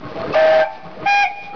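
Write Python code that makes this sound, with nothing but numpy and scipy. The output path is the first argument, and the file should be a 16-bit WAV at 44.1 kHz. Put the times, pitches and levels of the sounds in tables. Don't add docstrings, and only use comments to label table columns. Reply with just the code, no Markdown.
import sys
import numpy as np
from scipy import signal
from scipy.fft import rfft, irfft
from scipy.io import wavfile
from scipy.ndimage import uniform_filter1d

SR = 44100
rng = np.random.default_rng(int(sys.argv[2]) if len(sys.argv) > 2 else 0)


def put_to_file(sound):
    columns = np.atleast_2d(sound).T
    safe = np.clip(columns, -1, 1)
    whole_steps = np.round(safe * 32767)
    wavfile.write(sys.argv[1], SR, whole_steps.astype(np.int16))


def linear_from_db(decibels):
    return 10 ** (np.asarray(decibels, float) / 20)


N = 68355
T = np.arange(N) / SR


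def white():
    return rng.standard_normal(N)


def evened(x):
    return x / np.sqrt(np.mean(x ** 2) + 1e-20)


def coloured(x, points):
    hz = np.fft.rfftfreq(len(x), 1 / SR)
    table_hz, table_db = np.transpose(points)
    gain_db = np.interp(np.log(hz + 1), np.log(table_hz + 1), table_db)
    return irfft(rfft(x) * linear_from_db(gain_db), len(x))


def resonate(x, hz, width_hz):
    turn = np.exp(2j * np.pi * np.cumsum(hz * np.ones(len(x))) / SR)
    r = np.exp(-np.pi * width_hz / SR)
    return 2 * (turn * signal.lfilter([1 - r], [1, -r], x / turn)).real


def drift(size):
    return evened(uniform_filter1d(uniform_filter1d(white(), size), size))


def valve(opens_s, shuts_s, rise_s, fall_s):
    opening = 1 - np.exp(-np.maximum(T - opens_s, 0) / rise_s)
    return opening * np.exp(-(np.maximum(T - shuts_s, 0) / fall_s) ** 1.3)


# (frequency [Hz], density [dB per Hz])
AIR_SPECTRUM = [(18, -25), (30, -20.5), (417, -17.5), (784, -11), (1050, -29), (2470, -20.5), (2640, -23),
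                (5310, -26), (6500, -62), (8450, -71.5), (14300, -120)]


def open_air():
    level_db = -47 + 2.8 * drift(size=2000)
    return linear_from_db(level_db) * evened(coloured(white(), AIR_SPECTRUM))


# (start [s], length [s], pitch [Hz], level [dB])
RINGS = [(.01, 0.12, 619.6, -42.5), (0.028, 0.073, 294, -38.5), (0.024, .06, 1077, -44.5),
         (0.145, 0.032, 308, -31.5), (0.144, .11, 794, -40.5), (0.166, 0.11, 657.4, -30),
         (0.226, 0.022, 1248, -31.5), (0.258, 0.036, 1207, -36.5), (0.241, 0.027, 494, -27.5),
         (0.272, 0.063, 425, -31.5), (0.273, .04, 298.2, -30), (0.267, 0.064, 168, -38),
         (0.851, 0.058, 167, -44), (0.906, 0.11, 191, -50.5), (0.978, 0.11, 1236, -41.5),
         (0.987, 0.03, 631, -40.5), (1.004, 0.039, 298, -46.5), (1.036, 0.039, 175.5, -41.5)]


def rings(knocks):
    out = np.zeros(N)
    for start_s, length_s, hz, db in RINGS:
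        phase = np.clip((T - start_s) / length_s, 0, 1)
        swell = np.sin(np.pi * phase ** 0.9) ** 0.46 * (T < start_s + length_s)
        ring = evened(swell * resonate(knocks, hz, width_hz=6.7))
        out += linear_from_db(db) * ring * np.sqrt(length_s * SR / N)
    return out


# (time [s], level [dB])
RATTLE_LEVEL = [(0, -40), (.04, -31), (.14, -31.5), (.2, -25), (.25, -28), (.32, -24), (.345, -33),
                (.6, -27), (.64, -49), (.84, -46), (.856, -38), (.99, -36), (1.045, -25.5), (1.07, -47),
                (1.4, -50.5), (1.43, -43), (1.52, -43.5), (1.55, -29.5)]
# (frequency [Hz], width [Hz], level [dB])
PIPE_MODES = [(169.4, 70, 0), (318.8, 17, -5), (425, 110, 0), (487, 100, 1.5), (621.8, 17, 0),
              (796, 90, -10), (1084, 40, -5.5), (1214, 43, -10), (1536, 96, -17), (2250, 200, -27.5),
              (4296, 180, -16.5)]
# (frequency [Hz], density [dB per Hz])
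BODY_SPECTRUM = [(18, -56), (30, -16), (291, -7.5), (559, -15), (640, -7.5), (733, -14.5), (1230, -13.5),
                 (4340, -34.5), (6500, -50), (8450, -78.5), (14300, -120)]


def rattle():
    knocks_per_s, knock_spread_db, pipe_db, body_db = 500, 3, -6, -3.5
    struck = rng.random(N) < knocks_per_s / SR
    size = linear_from_db(knock_spread_db * np.minimum(rng.exponential(1, N), 4)) * struck
    knocks = evened(size * rng.choice([-1., 1.], N)) + 0.57 * white()
    pipe = np.zeros(N)
    for hz, width_hz, db in PIPE_MODES:
        mode = resonate(resonate(knocks, hz, width_hz), hz, 3 * width_hz)
        pipe += linear_from_db(db + 5.7 * drift(size=1500)) * evened(mode)
    body = evened(coloured(knocks + 1.1 * white(), BODY_SPECTRUM))
    level = linear_from_db(np.interp(T, *np.transpose(RATTLE_LEVEL)))
    return level * (linear_from_db(pipe_db) * evened(pipe) + linear_from_db(body_db) * body) + rings(0.49 * knocks + white())


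# (time [s], level [dB], fade [s])
CHIFFS = [
    (0.327, -21, 0.015),
    (1.055, -37, 0.0079),
]


def chiffs():
    out = np.zeros(N)
    for s, db, fade_s in CHIFFS:
        out += linear_from_db(db) * valve(s, s + 0.0048, 0.0014, fade_s)
    return out * evened(np.diff(rng.standard_normal(N + 1)))


# (time [s], pitch [Hz], level [dB], t60 [s])
CATCHES = [
    (.326, 2615, -20.5, 0.047),
    (.327, 513, -25, .03),
    (.335, 1183, -9, .04),
    (.340, 2174, -19.5, 0.067),
    (.612, 1580, -14, .13),
    (0.847, 1105, -33.5, .12),
    (1.056, 2120, -45, 0.073),
    (1.531, 1307, -35.5, 0.12),
]


def catches():
    out = np.zeros(N)
    for s, hz, db, t60_s in CATCHES:
        t = np.maximum(T - s, 0)
        attack = np.minimum(t / 0.0039, 1)
        out += linear_from_db(db - 60 * t / t60_s) * attack * np.sin(2 * np.pi * hz * t)
    return out


# (opens [s], shuts [s], level [dB])
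JETS = [
    (0.337, 0.601, -22),
    (1.05, 1.234, -32.5),
]
# (frequency [Hz], density [dB per Hz])
JET_SPECTRUM = [(59, -70), (100, -44.5), (564, -21), (626, -17.5), (720, -13.5), (785, -15), (1000, -24),
                (1780, -21), (6500, -39), (8450, -87.5), (14300, -120)]


def jets():
    hiss = evened(coloured(white(), JET_SPECTRUM)) * linear_from_db(1.5 * drift(size=150))
    edge_tone = evened(resonate(white(), hz=2150, width_hz=72)) * linear_from_db(-34)
    out = np.zeros(N)
    for opens_s, shuts_s, db in JETS:
        steam = valve(opens_s, shuts_s, rise_s=.003, fall_s=0.024)
        out += linear_from_db(db) * steam * hiss
    return out + edge_tone * steam


# (opens [s], shuts [s], pitch [Hz], level [dB], breathiness [dB])
BELLS = [
    (.351, .608, 633.8, -10, -21),
    (.339, .634, 784.5, -21.5, -13),
    (.345, .618, 877.8, -26.5, -20),
    (1.056, 1.229, 810.0, -15, -27),
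]
# (level re fundamental [dB], ..)
OVERTONES = [
    (-24.5, -41.5),
    (-4.5, -14, -24, -38.5),
    (1, -19),
    (-6, -2.5, -10, -23.5, -48.5, -23, -47),
]
# (fall [s], pitch droop [share])
RELEASES = [
    (0.021, 0.014),
    (.02, .03),
    (0.021, 0.024),
    (0.029, 0.11),
]


def bell(opens_s, shuts_s, hz, db, breath_db, overtones, fall_s, droop):
    rise_s, bloom_s, settle_s, droop_s = .003, .009, 0.022, 0.024
    flat, wander, flutter = .012, .0012, 0.033
    breath_width_hz, breath_db_per_overtone, twist_rad = 30, 2.2, 0.22
    since_open = np.maximum(T - opens_s, 0)
    unsettled = np.exp(-since_open / settle_s) + 6 * np.exp(-since_open / rise_s)
    closing = 1 - np.exp(-np.maximum(T - shuts_s, 0) / droop_s)
    unsteady = wander * drift(size=700) + flutter * closing * drift(size=200)
    pitch_hz = hz * (1 - flat * unsettled - droop * closing + unsteady)
    phase = 2 * np.pi * np.cumsum(pitch_hz) / SR
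    out = np.zeros(N)
    for k, part_db in enumerate((0, *overtones), 1):
        breath = evened(resonate(white(), k * pitch_hz, breath_width_hz * k ** .7))
        breath *= linear_from_db(breath_db + breath_db_per_overtone * (k - 0.5))
        tone = np.sqrt(2) * np.sin(k * phase + twist_rad * k * k) * linear_from_db(0.69 * drift(size=500))
        part_fall_s = fall_s / (1 + 1.2 * (1 - k % 2))
        steam = valve(opens_s, shuts_s, rise_s + bloom_s * (k - 1), part_fall_s)
        out += linear_from_db(part_db) * steam * (tone + breath)
    return linear_from_db(db) * out


def whistles():
    return sum(bell(*row, parts, *end) for row, parts, end in zip(BELLS, OVERTONES, RELEASES))


# (delay [s], level [dB])
ROOF = [(.006, -28.5), (.017, -7), (.026, -19), (.037, -13), (.052, -14.5)]
# (frequency [Hz], gain [dB])
REFLECTED_COLOUR = [(300, -31.5), (800, 3), (1150, -0.5), (1650, -12), (2400, -1), (3100, -12.5),
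                    (6000, -13)]


def space(x):
    shed_db, shed_t60_s, trees_db, trees_t60_s = -9, 0.23, -17, 2.1
    taps = np.zeros((2, N))
    at = np.arange(400, N - 20, 20) + rng.integers(0, 20, (2, (N - 401) // 20))
    np.put_along_axis(taps, at, rng.choice([-1., 1.], at.shape), 1)
    shed = taps[0] * linear_from_db(-60 * T / shed_t60_s)
    trees = taps[1] * linear_from_db(-60 * T / trees_t60_s) * np.minimum(T / 0.14, 1)
    room = linear_from_db(shed_db) * shed / np.linalg.norm(shed)
    room += linear_from_db(trees_db) * trees / np.linalg.norm(trees)
    for k, (delay_s, db) in enumerate(ROOF):
        room[round(delay_s * SR)] += linear_from_db(db) * (-1) ** k
    return x + coloured(signal.fftconvolve(x, room)[:N], REFLECTED_COLOUR)


def scene():
    background = open_air() + rattle()
    blasts = chiffs() + catches() + jets() + whistles()
    return (background + space(blasts))[None]


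def limited(x):
    threshold_db, share, lag_s = -13, .5, .008
    keep = np.exp(-1 / (lag_s * SR))
    power_db = 10 * np.log10(signal.lfilter([1 - keep], [1, -keep], x ** 2) + 1e-12)
    return x / linear_from_db(share * np.maximum(power_db - threshold_db, 0))


def low_rate(x):
    output_hz, half_width_hz = 5603, 615
    sampled = 4 * x * (np.arange(N) % 4 == 0)
    above_hz = np.fft.rfftfreq(N, 1 / SR) - output_hz + 2 * half_width_hz
    over = np.maximum(above_hz, 0) / (2 * half_width_hz)
    return irfft(rfft(sampled) * linear_from_db(np.maximum(-6.0 * over ** 2.57, -90)), N)


def top_cut(x):
    return signal.sosfilt(signal.butter(12, 7060, fs=SR, output="sos"), x)


def record(dry):
    ceiling, coupling_hz, input_hz, offset = .4, 25, 6100, -0.012
    held = limited(dry)
    clipped = held / (1 + abs(held / ceiling) ** 8) ** (1 / 8)
    coupled = signal.lfilter(*signal.butter(1, coupling_hz, "high", fs=SR), clipped)
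    heard = signal.sosfilt(signal.butter(4, input_hz, fs=SR, output="sos"), coupled) + offset
    return top_cut(low_rate(heard))


dry = scene()
out = record(dry)
put_to_file(out)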